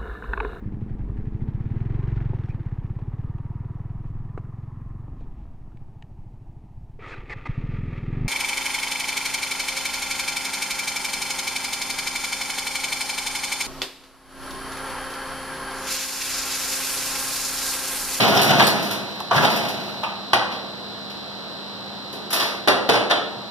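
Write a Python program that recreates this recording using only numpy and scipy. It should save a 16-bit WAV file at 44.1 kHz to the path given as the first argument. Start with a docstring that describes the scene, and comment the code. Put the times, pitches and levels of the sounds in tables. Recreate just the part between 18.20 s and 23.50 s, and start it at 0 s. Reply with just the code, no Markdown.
"""Chain-link fence machine in an echoing workshop

The drive feeds a wire spiral in two short runs of grinding and chatter, coasting down after each.
Fan air, a steady hum, a high buzz and a whine sound throughout; the wire squeals near the start.
Struck steel knocks and clanks and loose mesh jangles: bursts of shaped noise that die away, with frame modes.
Noise tails add echoes; a phone with two ports and a stereo widener listens from the far end of the bench.
"""
import sys
import numpy as np
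from scipy import signal
from scipy.fft import rfft, irfft, next_fast_len
from scipy.io import wavfile

SR = 44100
rng = np.random.default_rng(int(sys.argv[2]) if len(sys.argv) > 2 else 0)


def int16_out(signal):
    """Quantize to a 16-bit WAV file."""
    q = np.round(np.clip(np.atleast_2d(signal).T, -1, 1) * 32767)
    wavfile.write(sys.argv[1], SR, q.astype(np.int16))


N = 233857
TIME = np.arange(N) / SR
ROTOR_HZ = 55.17   # turns of the idling rotor per second
WHINE_ORDER = 73   # the whine's pitch, in multiples of the rotor speed
CUTOFF_HZ = 15500   # the phone passes nothing much above this

# tone of wire struck on wire: (frequency [Hz], relative level per Hz [dB])
WIRE_COLOUR = [(60, -24), (200, 0.5), (700, 9), (2300, 8.5), (4300, 10), (5500, 7), (7800, -4.5), (9900, 3),
               (11000, 3.5), (15000, -3.5)]
# the workshop's echoes:
# (frequency [Hz], time to fall 60 dB [s], echo level against direct sound [dB], likeness at the ports [-1 to 1])
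ROOM = [(103, 0.5, -0.5, 0.93), (300, 1.22, 6.5, 0.46), (683, 0.77, 3.5, 0.61), (1280, 0.71, 1, 0),
        (4300, 0.52, -0.5, 0), (8420, 0.45, -3, 0), (15000, 0.22, -6.5, 0.016)]


def from_db(db):
    """Turn decibels into a gain."""
    return 10 ** (np.asarray(db) / 20)


def rms_one(x):
    """Scale to an rms (average strength) of one."""
    return x / np.sqrt(np.mean(x ** 2) + 1e-20)


def per_bin(points, size):
    """Read a (Hz, value) table at every frequency of a transform, on a logarithmic pitch scale."""
    hz, value = np.transpose(points)
    bin_hz = np.fft.rfftfreq(size, 1 / SR)
    return np.interp(np.log(bin_hz + 1), np.log(hz), value)


def colour(x, spectrum, extra_db=0):
    """Shape white noise to a spectrum of unit power, then add an emphasis."""
    size = x.shape[-1]
    gain = rms_one(from_db(per_bin(spectrum, size)))
    return irfft(rfft(x) * gain * from_db(extra_db), size)


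def drift(rate):
    """Wander at random around zero, joining `rate` chance values per second by straight lines."""
    knots = rng.standard_normal(int(N / SR * rate) + 2)
    return np.interp(TIME * rate, np.arange(len(knots)), knots)


def diffuse(size):
    """Make white noise arriving from all sides, as alike at the two ports as ROOM says."""
    alike = np.clip(per_bin([(row[0], row[3]) for row in ROOM], size), -1, 1)
    mid, side = rfft(rng.standard_normal((2, size)))
    shared = np.sqrt((1 + alike) / 2) * mid
    opposed = np.sqrt((1 - alike) / 2) * side * [[1], [-1]]
    return irfft(shared + opposed, size)


def add(track, s, sound):
    """Mix a sound into a track at time s, dropping what runs past the end."""
    start = round(s * SR)
    part = sound[..., :N - start]
    track[..., start:start + part.shape[-1]] += part


def hump(hz, width):
    """Give the spectrum of one crowded group of modes; `width` [Hz] is taken 6 dB below the peak."""
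    ratio = np.geomspace(1 / 12, 12, 181)
    detune = (ratio - 1 / ratio) * hz / width
    return np.column_stack([hz * ratio, -20 * np.log10(1 + detune ** 2)])


def dense_ring(spectrum, extra_db, t60, rise_s, rattle_db):
    """Ring countless close modes of struck steel as fading noise; tiny rebounds make the decay uneven."""
    t = TIME[:SR // 2]
    rebounds = rms_one(from_db(rattle_db * drift(371)[:len(t)]))
    envelope = from_db(-60 * t / t60) * (1 - np.exp(-t / rise_s))
    return colour(diffuse(len(t)), spectrum, extra_db) * rebounds * envelope


def frame(clicks, spread_db=2):
    """Ring the steel frame: every contact excites each mode with a strength and sign of its own."""
    # (frequency [Hz], relative level [dB], time to fall 60 dB [s])
    modes = [(119.8, -9.5, 0.43), (239.5, -14.5, 0.25), (319.4, -9, 0.23), (541, 0.5, 0.084),
             (614, -4, 0.14), (674, -0.5, 0.088), (703, -4, 0.099), (831, -5, 0.13), (955, -6, 0.17),
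             (1175, -17, 0.076), (1451, 1, 0.061), (1542, -2, 0.057), (3090, -5, 0.03), (3560, -5, 0.028),
             (5975, -0.5, 0.04)]
    out = np.zeros(N)
    at = np.flatnonzero(clicks)
    for hz, db, t60 in modes:
        sign, strength = rng.standard_normal((2, len(at)))
        push = np.full(N, 1e-18)   # a trace of input keeps the filter out of slow, tiny numbers
        push[at] += clicks[at] * np.sign(sign) * from_db(spread_db * strength)
        # a two-pole filter rings as a decaying cosine
        r = from_db(-60 / (t60 * SR))
        w = 2 * np.pi * hz / SR
        out += from_db(db) * signal.lfilter([1, -r * np.cos(w)], [1, -2 * r * np.cos(w), r * r], push)
    return out


def workshop(x, lead=0, first_echo_s=0.0011):
    """Add a diffuse tail off plaster walls, shorter in the treble; every call draws new echoes."""
    t = TIME[:SR]
    x = np.atleast_2d(x)
    noise = rfft(diffuse(SR))
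    tail = 0
    for k, (hz, t60, db, alike) in enumerate(ROOM):
        band = per_bin([(row[0], j == k) for j, row in enumerate(ROOM)], SR)
        decay = from_db(-60 * t / t60) * (1 - np.exp(-t / first_echo_s))
        tail = tail + from_db(db) * irfft(noise * band, SR) * decay / np.linalg.norm(decay)
    # the last channel feeds the echoes; a mirrored lead-in of `lead` samples has the room already ringing
    running = np.pad(x[-1:], ((0, 0), (lead, 0)), "reflect")
    out = signal.fftconvolve(running, tail, axes=1)[:, lead:]
    out[:, :x.shape[1]] += x
    return out[:, :N]


def idle(fan_db=-38, hum_db=-42.5, hum_waver_db=1.1, mains_hz=50.1):
    """Sound the fan's air as shaped noise and the drive's magnetic hum at four times the mains."""
    # tone of the air: (frequency [Hz], relative level per Hz [dB])
    fan_colour = [(25, -9), (60, -14), (120, -2), (260, -0.5), (420, -3.5), (750, -4), (1400, -9),
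                  (2600, -13.5), (4000, -8.5), (5500, -20), (7000, -33), (9000, -37.5), (11500, -39),
                  (15000, -45.5)]
    air = from_db(fan_db) * colour(diffuse(N), fan_colour)
    hum = np.sin(2 * np.pi * 4 * mains_hz * TIME)
    return air + hum * from_db(hum_db + hum_waver_db * drift(8.3))


def buzz_level(start_db=-40, fade_db_per_s=0.5):
    """Ease the level of the idle buzz and whine slowly down."""
    return from_db(start_db - fade_db_per_s * TIME)


def buzz(scatter_db=2, smear_turns=2.1, flutter_db=0.2, size=8192):
    """Repeat the idling rotor's rasp once a turn, which makes a comb of fine lines."""
    # strength of the lines: (frequency [Hz], relative level [dB])
    buzz_colour = [(200, -26.5), (2800, -39), (3350, -4), (3700, 9.5), (3960, 15.5), (4100, 14),
                   (4600, 2.5), (5100, 2), (6700, -24.5), (7900, -9), (9200, -66), (10800, -21),
                   (11900, -14.5), (13200, -48)]
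    turn = np.arange(size) / size
    orders = np.arange(size // 2 + 1)
    hz, db = np.transpose(buzz_colour)
    line_db = np.interp(orders * ROTOR_HZ, hz, db) + scatter_db * rng.standard_normal((2, len(orders)))
    line_db[:, WHINE_ORDER] = -60   # this order sounds as the whine instead
    # echoes smear the rasp differently at each port: only the phases of this noise are used
    rasp = rfft(rng.standard_normal((2, size)) * np.exp(-turn / smear_turns))
    phases = rasp / abs(rasp)
    audible = orders * ROTOR_HZ < CUTOFF_HZ
    one_turn = irfft(phases * from_db(line_db) * audible, size)
    running = np.array([np.interp(ROTOR_HZ * TIME, turn, port, period=1) for port in one_turn])
    return buzz_level() * rms_one(running) * from_db(flutter_db * drift(12))


def whine(flutter_db=0.7, whine_db=-1.1):
    """Let one order of the rotor sing out as a sine near 4 kHz, fluttering slightly in level."""
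    tone = from_db(whine_db) * np.sin(2 * np.pi * WHINE_ORDER * ROTOR_HZ * TIME)
    return tone * buzz_level() * from_db(flutter_db * drift(8.9))


def drive_level():
    """Under power the load surges evenly; once cut off, the drive coasts and its noise follows its speed."""
    # (start [s], cut-off [s], level [dB], time between surges [s])
    runs = [(0, 0.43, -25, 0.127), (1.125, 1.253, -27.5, 0.078)]
    spin_up_s, unload_s = 0.004, 0.0066   # taking up the load, and letting it go
    surge_db, last_surge_s = 4, 0.0071   # swing either way; the last peak comes this long before cut-off
    coast_db, coast_s = -32.5, 0.72   # freewheeling: level at full speed, time to standstill
    out = np.zeros(N)
    for start, stop, db, surge_s in runs:
        since_stop = np.maximum(TIME - stop, 0)
        engaged = np.clip((TIME - start) / spin_up_s, 0, 1)
        surge = np.cos(2 * np.pi * (TIME - stop + last_surge_s) / surge_s)
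        load = from_db(db + surge_db * surge) * np.exp(-since_stop / unload_s)
        speed = np.maximum(1 - since_stop / coast_s, 0)
        out += engaged * np.hypot(load, from_db(coast_db) * speed)
    return out


def feed(contacts_per_s=170, rough_db=3.0, ring_db=-8):
    """Grind wire through the former (rough noise) while the spiral chatters (chance taps on the frame)."""
    # tone of the grinding: (frequency [Hz], relative level per Hz [dB])
    feed_colour = [(40, -43), (70, -28), (115, 3.5), (250, -2), (420, -7.5), (720, -2), (1400, -9.5),
                   (2300, -5.5), (4200, -9.5), (5500, -14), (7500, -28.5), (10000, -25), (14500, -26)]
    grind = colour(diffuse(N), feed_colour) * rms_one(from_db(rough_db * drift(110)))
    contacts = 1. * (rng.random(N) < contacts_per_s / SR)
    chatter = rms_one(frame(contacts))
    return drive_level() * (grind + from_db(ring_db) * chatter)


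def thud(hz=387, level_db=-9.5, t60=0.025):
    """Swing the bench top once, low and solid, as it gives under a blow: a fading sine."""
    t = TIME[:SR // 2]
    return from_db(level_db - 60 * t / t60) * np.sin(2 * np.pi * hz * t)


def knocks(ring_db=-21, rattle_db=3.0):
    """Spiral, cutter and steel parts hit the bench: a crack, a dense clatter, a thud and frame modes."""
    # (time [s], level [dB], thump [dB], hardness [dB per octave of treble], time to fall 60 dB [s])
    blows = [(.003, -20.5, 0, 2, 0.13), (.062, -17.5, -6, -7, 0.17), (.134, -19, -9, -7, 0.12),
             (.192, -17, -5, 1, .11), (.312, -16.5, -6, -4.5, 0.22), (.394, -11, -18, -1, 0.14),
             (.432, -27, -4, 2.5, .08), (1.11, -18.5, -9, -3, 0.3), (1.161, -20, -8, 1, .1),
             (1.247, -19, -10, 1.1, 0.15), (1.833, -24.5, -14, -0.5, 0.095), (2.132, -9, -8, -0.5, 0.086),
             (2.143, -11, -9.5, -1.5, 0.064), (4.474, -12, 0.5, 0.55, 0.14), (4.689, -14, 2.5, 0.06, 0.19),
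             (4.735, -17.5, -3.5, -0.46, 0.25), (4.899, -15, -24.5, -1.5, .1),
             (4.908, -13.5, -5.5, -1, 0.11)]
    # tone of the clatter: (frequency [Hz], relative level per Hz [dB])
    knock_colour = [(50, -45), (110, -21), (220, -12), (350, -6.5), (650, -3.5), (1000, -5.5), (1500, -5.5),
                    (2300, -8), (3400, -9), (4400, -9.5), (5500, -18), (7600, -31.5), (10000, -25),
                    (14500, -40)]
    thump_hz, treble_hz = 337, 790   # thump acts fully below the first, hardness above the second
    crack_db, crack_t60 = -15, 0.033   # the first hard touch, against the level of the blow
    crack_rise_s, clatter_rise_s = 0.00079, 0.0013
    out, clicks = np.zeros((2, N)), np.zeros(N)
    bass = per_bin([(thump_hz, 1), (treble_hz, 0)], SR // 2)
    bin_hz = np.fft.rfftfreq(SR // 2, 1 / SR)
    treble_octaves = np.log2(np.maximum(bin_hz / treble_hz, 1))
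    for s, db, thump_db, hardness, t60 in blows:
        treble_db = hardness * treble_octaves
        crack = dense_ring(WIRE_COLOUR, treble_db, crack_t60, crack_rise_s, rattle_db)
        clatter_db = thump_db * bass + treble_db
        clatter = dense_ring(knock_colour, clatter_db, t60, clatter_rise_s, rattle_db)
        blow = from_db(crack_db) * crack + clatter + from_db(thump_db) * thud()
        add(out, s, from_db(db) * workshop(blow))   # each blow lands at another spot
        add(clicks, s, from_db([db]) * np.sqrt(t60 / 0.1))   # a brief touch hands the frame less energy
    add(out, 0, workshop(from_db(ring_db) * frame(clicks)))
    return out


def clanks(rise_s=0.0027, rattle_db=2):
    """Ring narrow bands of struck steel: clanks, a low thud, the body of heavy blows, a bright snip."""
    # (time [s], frequency [Hz], width [Hz], level [dB], time to fall 60 dB [s])
    bands = [(.031, 3200, 1100, -23.5, .16), (.17, 3300, 1300, -19, 0.065), (.293, 3430, 1200, -16, 0.055),
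             (.399, 3070, 1200, -19.5, 0.1), (1.109, 1010, 550, -17.5, 0.27), (1.163, 174, 111, -20, 0.16),
             (1.179, 1590, 450, -13, 0.061), (1.231, 770, 520, -12.5, 0.086), (1.833, 945, 480, -20, 0.053),
             (1.835, 2600, 700, -24.5, 0.094), (3.936, 304, 180, -27, 0.059),
             (4.127, 9700, 1100, -21.5, .05), (4.474, 688, 850, -13.5, 0.06), (4.69, 480, 650, -10, 0.04),
             (4.909, 3420, 990, -14, 0.073)]
    out = np.zeros((2, N))
    for s, hz, width, db, t60 in bands:
        clank = dense_ring(hump(hz, width), 0, t60, rise_s, rattle_db)
        add(out, s, from_db(db) * workshop(clank))
    return out


def jangles(rise_s=0.00067, rattle_db=0.5):
    """Slap loose links against each other, ringing as bright, fading noise."""
    # (time [s], level [dB], body: emphasis of the lower tones [dB], time to fall 60 dB [s])
    slaps = [(0.082, -26, -2, 0.25), (0.149, -24, -8, 0.13), (.215, -18.5, -2, 0.27), (.436, -26, -5, .1),
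             (0.467, -17, -3, 0.15), (.624, -30, 0.5, 0.38), (.708, -26.5, 0.5, 0.21),
             (1.002, -27.5, 3.5, 0.019), (1.3, -31, 5, 0.39), (1.36, -26.5, 0.5, 0.17),
             (1.484, -32, 2, 0.23), (2.315, -47.5, 16, .3), (2.899, -47.5, 11.5, 0.2),
             (3.927, -39, 2.5, 0.21), (4.104, -28, 0, 0.35), (4.128, -19, 0.5, 0.23),
             (4.162, -32, 11, 0.16), (4.198, -28.5, 8.5, 0.4)]
    out = np.zeros((2, N))
    for s, db, body_db, t60 in slaps:
        emphasis = per_bin([(4500, body_db), (8000, 0)], SR // 2)   # full below 4.5 kHz, none above 8 kHz
        add(out, s, from_db(db) * dense_ring(WIRE_COLOUR, emphasis, t60, rise_s, rattle_db))
    return out


def squeals(waver=0.013):
    """Let the wire stick and slip for a moment: a sine on one wavering pitch that swells and fades."""
    # (time of the peak [s], length [s], frequency [Hz], level [dB])
    moments = [(0.14, 0.051, 1440, -24.5), (0.177, 0.0099, 5280, -22), (0.452, 0.026, 8080, -36),
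               (0.458, 0.11, 4400, -25.5)]
    out = np.zeros(N)
    for s, length, hz, db in moments:
        phase = 2 * np.pi * np.cumsum(hz * (1 + waver * drift(300))) / SR
        swell = np.exp(-(2 * (TIME - s) / length) ** 2)
        out += from_db(db) * swell * np.sin(phase)
    return out


def tick(rise_s=0.0011, rattle_db=0.5):
    """Tap once, small and without an echo: a short burst of one group of modes."""
    start_s, level_db, t60 = 1.005, -19.5, 0.025
    spectrum = hump(943, 410)   # centre and width [Hz]
    out = np.zeros((2, N))
    add(out, start_s, from_db(level_db) * dense_ring(spectrum, 0, t60, rise_s, rattle_db))
    return out


def scene():
    """Mix the machine and the handling with echoes; the idling sounds and the tick stay dry."""
    idling = idle() + buzz() + whine()
    machine = workshop(feed() + squeals(), lead=SR // 8)
    handling = knocks() + clanks() + workshop(jangles()) + tick()
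    return idling + machine + handling


def record(dry, low_cut_hz=70):
    """Shade the phone's left port; its widener feeds each port, late and inverted, to the other side."""
    # tone of the left port: (frequency [Hz], level [dB])
    left_port = [(100, -0.5), (1000, -2), (3000, -3.5), (5500, -2), (7300, -5.5), (10000, -1.5), (15000, 1)]
    # strength of the inverted feed to the other side: (frequency [Hz], level [dB])
    cross_feed = [(250, -10.5), (900, -3.5), (2100, 2.5), (4400, -3), (6700, -9.5), (8800, 4.5),
                  (11000, -9), (15000, -8)]
    cross_lag_s = .000453
    size = next_fast_len(N + SR // 4)
    hz = np.fft.rfftfreq(size, 1 / SR)
    low_cut = signal.butter(2, low_cut_hz, "high", fs=SR, output="sos")
    ports = rfft(signal.sosfilt(low_cut, dry), size)
    ports[0] *= from_db(per_bin(left_port, size))
    cross = from_db(per_bin(cross_feed, size))
    late = np.exp(-2j * np.pi * hz * cross_lag_s)
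    wide = (ports - cross * late * ports[::-1]) / np.sqrt(1 + cross ** 2)
    low_pass = 1 / np.sqrt(1 + (hz / CUTOFF_HZ) ** 480)   # a very steep edge
    return from_db(3.0) * irfft(wide * low_pass, size)[:, :N]


dry = scene()
out = record(dry)
int16_out(out)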